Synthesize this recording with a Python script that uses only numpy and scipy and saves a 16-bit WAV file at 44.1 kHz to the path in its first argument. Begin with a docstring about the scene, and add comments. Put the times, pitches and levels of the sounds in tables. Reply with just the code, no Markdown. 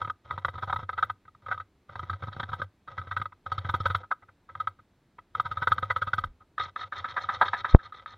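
"""Carving a board on a workbench

A hammer drives a chisel in quick runs of taps: the board clacks, the steel edge crunches, the bench booms. Then
a gouge is pushed by hand, biting and scraping, and a puff of air thumps the microphone. Bursts of snapping
fibres ring the resonances of board and edge; the bench is struck or rubbed. A faint room tail and steady air
noise surround the work."""
import sys
import numpy as np
from scipy import signal
from scipy.fft import rfft, irfft
from scipy.io import wavfile

SR = 44100
rng = np.random.default_rng(int(sys.argv[2]) if len(sys.argv) > 2 else 0)


def wav_record(signal):
    """Record a signal, one row per channel, as 16-bit PCM in the file named by sys.argv[1]."""
    frames = np.transpose(np.atleast_2d(signal))
    bounded = np.clip(frames, -1, 1)
    # unit amplitude maps onto the largest positive 16-bit level
    quanta = np.round(bounded * 32767).astype(np.int16)
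    wavfile.write(sys.argv[1], SR, quanta)


N = 360297

# Hammer taps on the chisel: start_s, level_db (of the board's clack), cut_length_s
TAPS = [(0.015, -30, 0.0088), (0.047, -36, 0.0072), (0.074, -42.5, .008), (0.098, -31, 0.0052),
        (0.308, -29.5, 0.0048), (0.323, -44.5, .009), (0.377, -36.5, 0.0087), (0.448, -25, 0.0049),
        (0.482, -34.5, 0.0087), (0.539, -49, 0.0063), (0.578, -39, 0.016), (0.623, -32, 0.02),
        (0.673, -39, 0.022), (0.697, -31.5, 0.01), (0.726, -26.5, 0.0086), (0.76, -32, .007),
        (0.787, -39.5, .02), (0.891, -30.5, 0.0085), (0.929, -37, .008), (0.976, -29, .021),
        (1.026, -21, 0.0086), (1.097, -29.5, 0.0069), (1.251, -61.5, .01), (1.278, -51.5, 0.0074),
        (1.349, -56, 0.0028), (1.461, -39, 0.013), (1.483, -39.5, 0.0088), (1.511, -27, 0.021),
        (1.576, -40, 0.0054), (1.598, -38.5, 0.015), (1.955, -40, .008), (1.993, -36, 0.005),
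        (2.097, -31.5, 0.0033), (2.13, -39.5, 0.009), (2.233, -41.5, 0.012), (2.271, -46, 0.0038),
        (2.396, -34, 0.012), (2.43, -40.5, 0.0048), (2.489, -40.5, 0.012), (2.53, -30, 0.012),
        (2.617, -30, 0.0059), (2.876, -42, 0.012), (2.978, -34.5, .008), (3.014, -43.5, 0.0097),
        (3.111, -32, 0.016), (3.165, -26.5, 0.0099), (3.215, -32, 0.0072), (3.256, -35, 0.0033),
        (3.321, -49.5, 0.011), (3.461, -36, 0.0098), (3.517, -29.5, 0.0087), (3.579, -35.5, 0.0062),
        (3.646, -39.5, 0.013), (3.69, -28, 0.012), (3.739, -26, 0.011), (3.801, -35, 0.013),
        (3.855, -23.5, 0.012), (3.899, -30, 0.017), (3.947, -24, .01), (4.031, -45, 0.019),
        (4.111, -25, 0.013), (4.221, -54.5, 0.019), (4.285, -55, .016), (4.489, -47, 0.016),
        (4.552, -38.5, .002), (4.6, -28.5, 0.011), (4.672, -28.5, 0.0059), (4.788, -56.5, 0.013),
        (5.184, -44.5, 0.0098), (5.35, -30, 0.0063), (5.398, -23, 0.005), (5.452, -32, .018),
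        (5.512, -32.5, 0.014), (5.57, -31.5, .013), (5.618, -27.5, .018), (5.672, -22, 0.0078),
        (5.718, -19.5, 0.0065), (5.781, -29.5, 0.0045), (5.825, -29.5, 0.012), (5.901, -24.5, .013),
        (5.961, -27, 0.0097), (6.017, -26.5, 0.013), (6.07, -32, 0.016), (6.133, -24.5, 0.0069),
        (6.181, -27, 0.0095), (6.238, -30, 0.0038), (6.404, -55.5, 0.023)]
# Resonances of the clamped board: pitch_hz, width_hz, level_db (relative)
BOARD = [(407, 62, -26), (541.5, 122, -15.5), (780.5, 160, -13.5), (976.3, 120, -7), (1267.4, 115.7, 4),
         (1420, 220, -10), (1537, 120, -8), (1692, 430, -22), (1972, 120, -14.5), (2100, 420, -22.5),
         (2616, 140, -31.5)]
# Resonances of the steel edge in the fibres: pitch_hz, width_hz, level_db (relative)
EDGE = [(3246, 240, 1), (3490, 780, -3.5), (3730, 370, 2), (4450, 53, -7.5), (4470, 110, -12.5),
        (5265, 660, -18.5), (5870, 170, -21), (6400, 380, -28), (6700, 330, -30)]
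# Resonances of the bench top: pitch_hz, width_hz, level_db (relative)
BENCH = [(55, 43, -28.5), (95.3, 26, 6.5), (130, 56, -6.5), (225, 64, -18.5), (345, 84, -21.5),
         (510, 130, -19.5)]
# Tone of the gouge's shallow slicing, added to the resonances: pitch_hz, change_db
SLICING = [(200, 14.5), (530, -5.5), (970, -1.5), (1270, -1.5), (1500, -1.5), (1700, 13), (2000, 0),
           (2700, 1.5), (3700, 8.5), (4300, 6.5), (5300, 3.5), (6400, -1), (10000, 5)]
# Tone of the workshop air: pitch_hz, level_db (relative, per Hz)
AIR = [(15, -43), (25, -7.5), (71, 0), (169, -6), (349, -8), (389, -11), (582, -16), (804, -17),
       (2490, -25), (2850, -28), (3930, -28), (5140, -34), (15500, -42.5)]
# How alike the air is on the left and right: pitch_hz, likeness (0 to 1)
AIR_LIKENESS = [(100, 1), (1500, 0.99), (4000, 1), (10000, 0.1)]
# Difference between the two microphone ports: pitch_hz, side_over_mid_db
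PORTS = [(100, -41), (500, -35), (1300, -47.5), (2000, -35.5), (3700, -35.5), (6000, -10), (12000, -8)]
# Resonances of the shaving curling off the gouge: pitch_hz, width_hz, level_db (relative)
SHAVING = [(1794, 190, 20), (4214, 140, 20), (5280, 1400, 0.5), (5700, 210, -10), (6070, 300, 0.5),
           (6810, 210, -10)]
# Runs of hammering: start_s, end_s, chisel_pressure_db, low_mode_lift_db, slips_per_s
RUNS = [(-0.05, 0.113, -2, 0.5, 2), (0.247, 0.85, -1, 3.5, 12), (0.886, 1.109, -3.5, -4, 5),
        (1.424, 1.614, -8, -1.5, 10), (1.89, 2.649, 1, 1.5, 12), (2.874, 3.258, -2, -4.5, 7),
        (3.473, 4.018, 8, 0, 0.5), (4.485, 4.727, -9, -3.5, 0), (5.347, 6.281, 1.5, -1.5, 1.5)]
# Gouge strokes, a bite and then a slide: start_s, bite_level_db, bite_length_s, slide_level_db
STROKES = [(6.58, -32, 0.0077, -37), (6.761, -34, .007, -43), (6.923, -36, .016, -39.5),
           (7.043, -32, 0.021, -40.5), (7.164, -27.5, 0.024, -38), (7.288, -26.5, 0.022, -38),
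           (7.412, -18, 0.02, -38), (7.532, -26.5, 0.019, -39.5), (7.645, -28, 0.019, -39.5),
           (7.788, -48, 0.023, -48), (7.923, -44, 0.0095, -50.5), (8.06, -40.5, 0.00414, -50)]
# Chips snapping off: start_s, level_db (of the board's part)
CHIPS = [(2.328, -43.5), (2.399, -34.5), (2.431, -37.5), (3.582, -35.5), (6.606, -40), (6.811, -36.5),
         (7.481, -31)]
# A tool resting on the wood damps the main ring and brings out the rest: pitch_hz, change_db
RESTING_TOOL = [(250, -0.5), (550, 7.5), (950, 1.5), (1255, -3.5), (1550, -2), (2050, 4), (3700, -2),
                (5500, 4.5)]
# The sliding gouge sounds thinner and hissier than its bite: pitch_hz, change_db
SLIDING_GOUGE = [(200, 15.5), (530, -3.5), (950, -4.5), (1270, -3), (1500, -6.5), (1750, 1), (2100, 3),
                 (2700, 1.5), (3700, 16.5), (4300, 8), (5300, 7), (6400, -2), (10000, 11)]

RING = 8192  # samples in one short sound
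RING_HZ = np.fft.rfftfreq(RING, 1 / SR)
RING_S = np.arange(RING) / SR
TIME = np.arange(N) / SR
CUTOFF_HZ, AIR_DB, ROOM_T60_S, PUFF_S = 15800, -67, .2, 7.7488

# The hand leans in as a run starts and eases off as it ends; between runs the chisel only rests
LEAN_IN_S, EASE_OFF_S, EASED_DB, RESTING_DB = 0.054, 0.013, 12.5, -22
# Pressure makes the chisel rub louder
RUB_DB, RUB_PER_DB = -55, 0.59
SLIP_DB, SLIP_SPREAD_DB, SLIP_S = -43.5, 2.5, .01
LOW_MODES_HZ = 1090
# Pressure drives the edge through more fibres; a glancing tap scratches more for its weight than a square one
CRUNCH_DB, CRUNCH_PER_DB, SQUARE_TAP_DB, GLANCING_SHARE = -24.5, 0.41, -30, .15
BOOM_DB = -40  # bench boom before pressure is added
# A long cut takes longer to reach its full force
SINK_S, SINK_PER_LENGTH = 0.0019, 0.09

# A louder bite is a deeper one and lifts the low modes
BITE_CRUNCH_DB, SHALLOW_BITE_DB, DEPTH_PER_DB = -26.5, -24.5, 1
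# The slide begins after so many bite lengths and lasts until the stroke ends; the hands settle near that end
SLIDE_AFTER_BITES, STROKE_S, SETTLE_S, SETTLE_DB = 1.72, 0.085, 0.081, -8
# The gouge's back rubs the wood from the bite on, this far under the slide
BACK_RUB_S, BACK_RUB_DB = .12, -11


def from_db(db):
    """Turn decibels into a gain."""
    return 10 ** (np.asarray(db) / 20)


def rms_one(x):
    """Scale a sound to an average strength (rms) of 1."""
    return x / np.sqrt(np.mean(x ** 2) + 1e-20)


def burst(x, db, span):
    """Scale a short sound so that its energy, spread over span seconds, has this level."""
    return from_db(db) * x / np.sqrt(np.sum(x ** 2) / (span * SR) + 1e-20)


def at_hz(points, hz):
    """Read a table between its points, on a log-frequency axis."""
    f, value = np.transpose(points)
    return np.interp(np.log(hz + 1), np.log(f), value)


def add(out, s, x):
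    """Mix x into out from time s on."""
    i = max(round(s * SR), 0)
    out[i:i + len(x)] += x[:N - i]


def both_sides(side):
    """Give the left the side signal and the right its mirror image."""
    return side * np.array([[1], [-1]])


def body(modes, vary_db=0, colour_db=0):
    """Make the ring of an object from its resonances; each contact may weight them a little differently."""
    hz, width, db = np.transpose(modes)[:, :, None]
    weights = from_db(db + vary_db * rng.standard_normal(db.shape))
    peaks = weights / (1 + (2 * (RING_HZ - hz) / width) ** 2)
    gain = np.sqrt(np.sum(peaks ** 2, axis=0)) * from_db(colour_db)
    cepstrum = irfft(np.log(gain + 1e-9))
    cepstrum[1:RING // 2] *= 2  # folding the cepstrum gives minimum phase: the ring starts at once
    cepstrum[RING // 2 + 1:] = 0
    return irfft(np.exp(rfft(cepstrum)))


def excite(force, response):
    """Let a force ring through an object's response (convolution)."""
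    return signal.fftconvolve(force, response)[:len(force)]


def fibres(per_s, spread_db, size):
    """Snap wood fibres at random moments with uneven strengths; rms 1."""
    snaps = rng.random(size) < per_s / SR
    signs = rng.choice([-1, 1], size)
    return rms_one(snaps * signs * from_db(spread_db * rng.standard_normal(size)))


def cut_force(length, tearing, firm_s):
    """A first contact, then fibres tearing while the edge advances; a longer cut tears more."""
    length = max(length, .002)
    tear = fibres(per_s=5000, spread_db=0.5, size=RING) * np.exp(-(RING_S / length) ** 4)
    tear = tear / np.sqrt(np.sum(tear ** 2) + 1e-20)
    force = tear * tearing * (length / firm_s) ** 2
    force[0] += 1
    return force


def swell(rise_s):
    """The edge sinks in over a moment instead of striking at once."""
    return 1 - np.exp(-(RING_S / rise_s) ** 3)


def around_cut(response, db, length, linger_s):
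    """Loose fibres rustle around a cut: noise swells and fades through a response."""
    rustle = rng.standard_normal(RING) * RING_S * np.exp(-(RING_S / (length + linger_s)) ** 2)
    return burst(excite(rustle, response), db, span=0.054)


def splinters(db, length, spray_hz=11000, spray_width_hz=14000):
    """A bright spray of fine splinters: noise through one very broad, high resonance."""
    return around_cut(body([(spray_hz, spray_width_hz, 0)]), db, length, linger_s=0.014)


def sliding(strokes, colour_db, edge_db, boom_db, ramp_s, judder_db, judder_per_s, snaps_per_s):
    """Steel dragged over wood: dense fibre snaps under a juddering pressure ring board, edge and bench."""
    pressure = 0
    for start, end, db in strokes:
        inside_s = np.minimum(TIME - start, end - TIME)
        ease = np.sin(np.pi / 2 * np.clip(inside_s / ramp_s + .5, 0, 1)) ** 2
        pressure = pressure + from_db(db) * ease
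    judder = np.interp(TIME * judder_per_s, np.arange(4096), rng.standard_normal(4096))
    force = fibres(per_s=snaps_per_s, spread_db=5.5, size=N) * from_db(judder_db * judder)
    parts = [(BOARD, 0), (EDGE, edge_db), (BENCH, boom_db)]
    response = sum(burst(body(modes, colour_db=colour_db), db, span=1 / SR) for modes, db in parts)
    return excite(rms_one(force) * pressure, response)


def air():
    """Steady dull room noise with a faint hiss: shaped noise, partly shared by left and right."""
    hz = np.fft.rfftfreq(N, 1 / SR)
    alike = np.clip(at_hz(AIR_LIKENESS, hz), 0, 1)
    mid, side = rfft(rng.standard_normal((2, N))) * from_db(at_hz(AIR, hz))
    spectrum = np.sqrt(1 + alike) * mid + both_sides(np.sqrt(1 - alike) * side)
    return from_db(AIR_DB) * rms_one(irfft(spectrum, N))


def pressure_db(s):
    """How hard the chisel is pressed into its groove at time s."""
    def eased(inside_s, ramp_s):
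        return EASED_DB * np.exp(min(-inside_s / ramp_s, 2))

    pressed = [db - eased(s - start, LEAN_IN_S) - eased(end - s, EASE_OFF_S)
               for start, end, db, _, _ in RUNS]
    return max(RESTING_DB, *pressed)


def low_lift_db(s):
    """Each run cuts at another spot and angle, stirring the board's low modes more or less."""
    start, end, _, lift_db, _ = np.transpose(RUNS)
    nearest = np.argmin(np.maximum(start - s, s - end))
    return lift_db[nearest] / (1 + (RING_HZ / LOW_MODES_HZ) ** 12)


def chisel_rubs():
    """The chisel rubs in its groove all through a run, louder under pressure."""
    runs = [(start, end, RUB_DB + RUB_PER_DB * db) for start, end, db, _, _ in RUNS]
    return sliding(runs, at_hz(RESTING_TOOL, RING_HZ), edge_db=-14.5, boom_db=2, ramp_s=.02,
                   judder_db=4.0, judder_per_s=78, snaps_per_s=2400)


def slips():
    """Within a run the edge also slips on through the grain in weak, irregular jerks: rows like TAPS."""
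    rows = []
    for start, end, _, _, per_s in RUNS:
        slots = max(round((end - start) * per_s), 0)
        for k, (place, strength) in enumerate(rng.uniform(-1, 1, (slots, 2))):
            s = start + (end - start - SLIP_S) * (k + .5 + place / 2) / slots
            rows.append((s, SLIP_DB + SLIP_SPREAD_DB * strength, SLIP_S))
    return rows


def hammer_taps():
    """The chisel scuffs into its groove, the edge cracks, the board clacks, and the heavy bench follows."""
    edge_lead_s, board_lead_s, boom_lag_s, scuff_lead_share = .002, .001, 0.0025, .4
    spray_db, scuff_db, edge_scuff_db, boom_most_db = -23, -14, -7, 5
    out = np.zeros(N)
    for s, db, length in TAPS + slips():
        pressed_db = pressure_db(s)
        sinking = swell(SINK_S + SINK_PER_LENGTH * length)
        glancing_db = GLANCING_SHARE * (SQUARE_TAP_DB - db)
        crunch_db = db + CRUNCH_DB + CRUNCH_PER_DB * pressed_db + glancing_db
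        # pressure couples the blow into the bench, but a weak tap cannot shake it much
        bench_db = min(BOOM_DB + pressed_db, db + boom_most_db)
        # hard blows stir the upper board modes
        hard_db = 0.53 * max(db + 35, 0) * np.exp(-((RING_HZ - 1480) / 170) ** 2)
        board = body(BOARD, vary_db=2.2, colour_db=hard_db + low_lift_db(s))
        edge = body(EDGE, vary_db=3.0)
        clack = excite(cut_force(length, tearing=0.87, firm_s=0.0059), board) * sinking
        crunch = excite(cut_force(length + 0.0055, tearing=0.94, firm_s=0.0034), edge) * sinking
        scuff = around_cut(board, db + scuff_db, length, linger_s=0.0049)
        edge_scuff = around_cut(edge, crunch_db + edge_scuff_db, length, linger_s=0.0048)
        spray = splinters(crunch_db + spray_db, length)
        boom = body(BENCH, vary_db=4.0)
        add(out, s - board_lead_s, burst(clack, db, span=0.022))
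        add(out, s - edge_lead_s, burst(crunch, crunch_db, span=0.047))
        add(out, s - scuff_lead_share * length, scuff + edge_scuff + spray)
        add(out, s + boom_lag_s, burst(boom, bench_db, span=0.02))
    return out


def chip_snaps(length_s=0.0096, crunch_db=-9):
    """A chip breaks away with a short, bright crack: one tearing force rings board and edge."""
    out, slicing = np.zeros(N), at_hz(SLICING, RING_HZ)
    for s, db in CHIPS:
        force = cut_force(length_s, tearing=0.97, firm_s=0.0043)
        for modes, part_db in (BOARD, 0), (EDGE, crunch_db):
            crack = excite(force, body(modes, colour_db=slicing))
            add(out, s, burst(crack, db + part_db, span=0.015))
    return out


def handling(at_s=6.26, width_s=0.037, db=-42, top_hz=65):
    """A brief low rumble as the microphone's stand is nudged: low noise that swells and fades."""
    low_band = signal.butter(2, [20, top_hz], "band", fs=SR, output="sos")
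    rumble = rms_one(signal.sosfilt(low_band, rng.standard_normal(N)))
    return from_db(db) * rumble * np.exp(-abs(TIME - at_s) / width_s)


def gouge_bites():
    """Pushed by hand, the gouge catches and tears a chip; a deep bite shakes the low modes."""
    spray_db, deep_hz, deep_width_hz, deep_db, rise_share = -24, 850, 220, 4, 0.19
    out = np.zeros(N)
    low_modes = 1 / (1 + ((RING_HZ - deep_hz) / deep_width_hz) ** 4)
    slicing = at_hz(SLICING, RING_HZ)
    for s, db, length, _ in STROKES:
        rise = rise_share * length
        depth_db = DEPTH_PER_DB * (db - SHALLOW_BITE_DB)
        crunch_db = db + BITE_CRUNCH_DB
        board = body(BOARD, vary_db=2.0, colour_db=slicing + (depth_db + deep_db) * low_modes)
        edge = body(EDGE, vary_db=2.0, colour_db=slicing)
        clack = excite(cut_force(length + rise / 2, tearing=0.93, firm_s=0.026), board) * swell(rise)
        crunch = excite(cut_force(length + rise, tearing=1.4, firm_s=0.0045), edge) * swell(rise)
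        scuff = around_cut(board, db - 14, length, linger_s=length)
        spray = splinters(crunch_db + spray_db, length)
        add(out, s - rise / 2, burst(clack, db, span=0.031) + burst(crunch, crunch_db, span=0.083))
        add(out, s - length / 2, scuff + spray)
    return out


def slides():
    """When the gouge slides through the fibres: rows of start_s, end_s, level_db."""
    return [(s + SLIDE_AFTER_BITES * length, s + STROKE_S, db) for s, _, length, db in STROKES]


def gouge_slides():
    """The edge rasps through the fibres after each bite while the gouge's back rubs the wood."""
    backs = [(s, s + BACK_RUB_S, db + BACK_RUB_DB) for s, _, _, db in STROKES]
    rub = sliding(backs, at_hz(RESTING_TOOL, RING_HZ), edge_db=-11.5, boom_db=-13, ramp_s=0.022,
                  judder_db=3, judder_per_s=50, snaps_per_s=2400)
    rasp = sliding(slides(), at_hz(SLIDING_GOUGE, RING_HZ), edge_db=-9, boom_db=-15, ramp_s=0.014,
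                   judder_db=4.0, judder_per_s=74, snaps_per_s=3400)
    return rub + rasp


def shaving(over_scrape_db=-11):
    """The shaving crackles as it curls off the gouge, strongest in the middle of each slide."""
    arch = 0
    for start, end, level in slides():
        progress = np.clip((TIME - start) / (end - start), 0, 1)
        arch = arch + from_db(level) * np.sin(np.pi * progress)
    crackle = fibres(per_s=1200, spread_db=5, size=N)
    return from_db(over_scrape_db) * arch * rms_one(excite(crackle, body(SHAVING)))


def bench_bumps():
    """In each gouge stroke the shifting weight makes the lowest bench modes boom softly."""
    out = np.zeros(N)
    for s, _, _, db in STROKES:
        add(out, s + SETTLE_S, burst(body(BENCH[:3]), db + SETTLE_DB, span=0.014))
    return out


def air_puff():
    """A puff hits the microphone: suction swells, flips to pressure and sinks back in eddies."""
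    # these levels drive the diaphragm, before its travel is limited
    suction_db, push_db, rebound_db, eddy_db = 3.0, 19.0, -31, -26
    rise_s, fall_s, rebound_s, eddy_hz, snap_db = 0.0035, 0.002, .022, 600, -40
    t = TIME - PUFF_S
    suction = -from_db(suction_db) * np.exp(-abs(t) / rise_s)
    push = from_db(push_db) * np.exp(-abs(t) / fall_s)
    wave = np.where(t < 0, suction, push)
    rebound = from_db(rebound_db) * np.exp(-((t - rebound_s) / 0.0077) ** 2)
    low_pass = signal.butter(2, eddy_hz, fs=SR, output="sos")
    eddies = rms_one(signal.sosfilt(low_pass, rng.standard_normal(N)))
    eddies *= from_db(eddy_db) * np.exp(-((t - .004) / 0.011) ** 2)
    # the diaphragm runs out of travel and needs a moment to swing across
    travel = .92 * np.tanh(wave + rebound + eddies)
    swing = np.hanning(29)
    smoothed = np.convolve(travel, swing / swing.sum(), "same")
    return smoothed + from_db(snap_db) * travel  # a trace of the sharp flip remains


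def two_ports(x):
    """The ports sit close together, so mostly the treble reaches them slightly out of step."""
    side_gain = from_db(at_hz(PORTS, np.fft.rfftfreq(N, 1 / SR)))
    side = irfft(1j * side_gain * rfft(x), N)  # 1j shifts the phase by a quarter turn
    return x + both_sides(side)


def workshop(x, t60, wet_db, wide_db):
    """A short, faint tail from a cluttered room: fading noise, a little different on each side."""
    decay = from_db(-60 * RING_S / t60) * (RING_S > .006)
    mid, side = [excite(x, burst(rng.standard_normal(RING) * decay, wet_db, span=1 / SR)) for _ in range(2)]
    return mid + from_db(wide_db) * both_sides(side)


def scene():
    """Mix the work, straight under the microphone, with its room tail, the rumble, the puff and the air."""
    work = hammer_taps() + chisel_rubs() + gouge_bites() + gouge_slides()
    work = work + chip_snaps() + shaving() + bench_bumps()
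    tail = workshop(work, t60=ROOM_T60_S, wet_db=-29, wide_db=-26.5)
    return two_ports(work) + tail + handling() + air_puff() + air()


def record(dry):
    """A steep low-pass filter cuts off the highest treble."""
    low_pass = signal.ellip(10, .1, 80, CUTOFF_HZ, fs=SR, output="sos")
    return signal.sosfilt(low_pass, dry)


dry = scene()
out = record(dry)
wav_record(out)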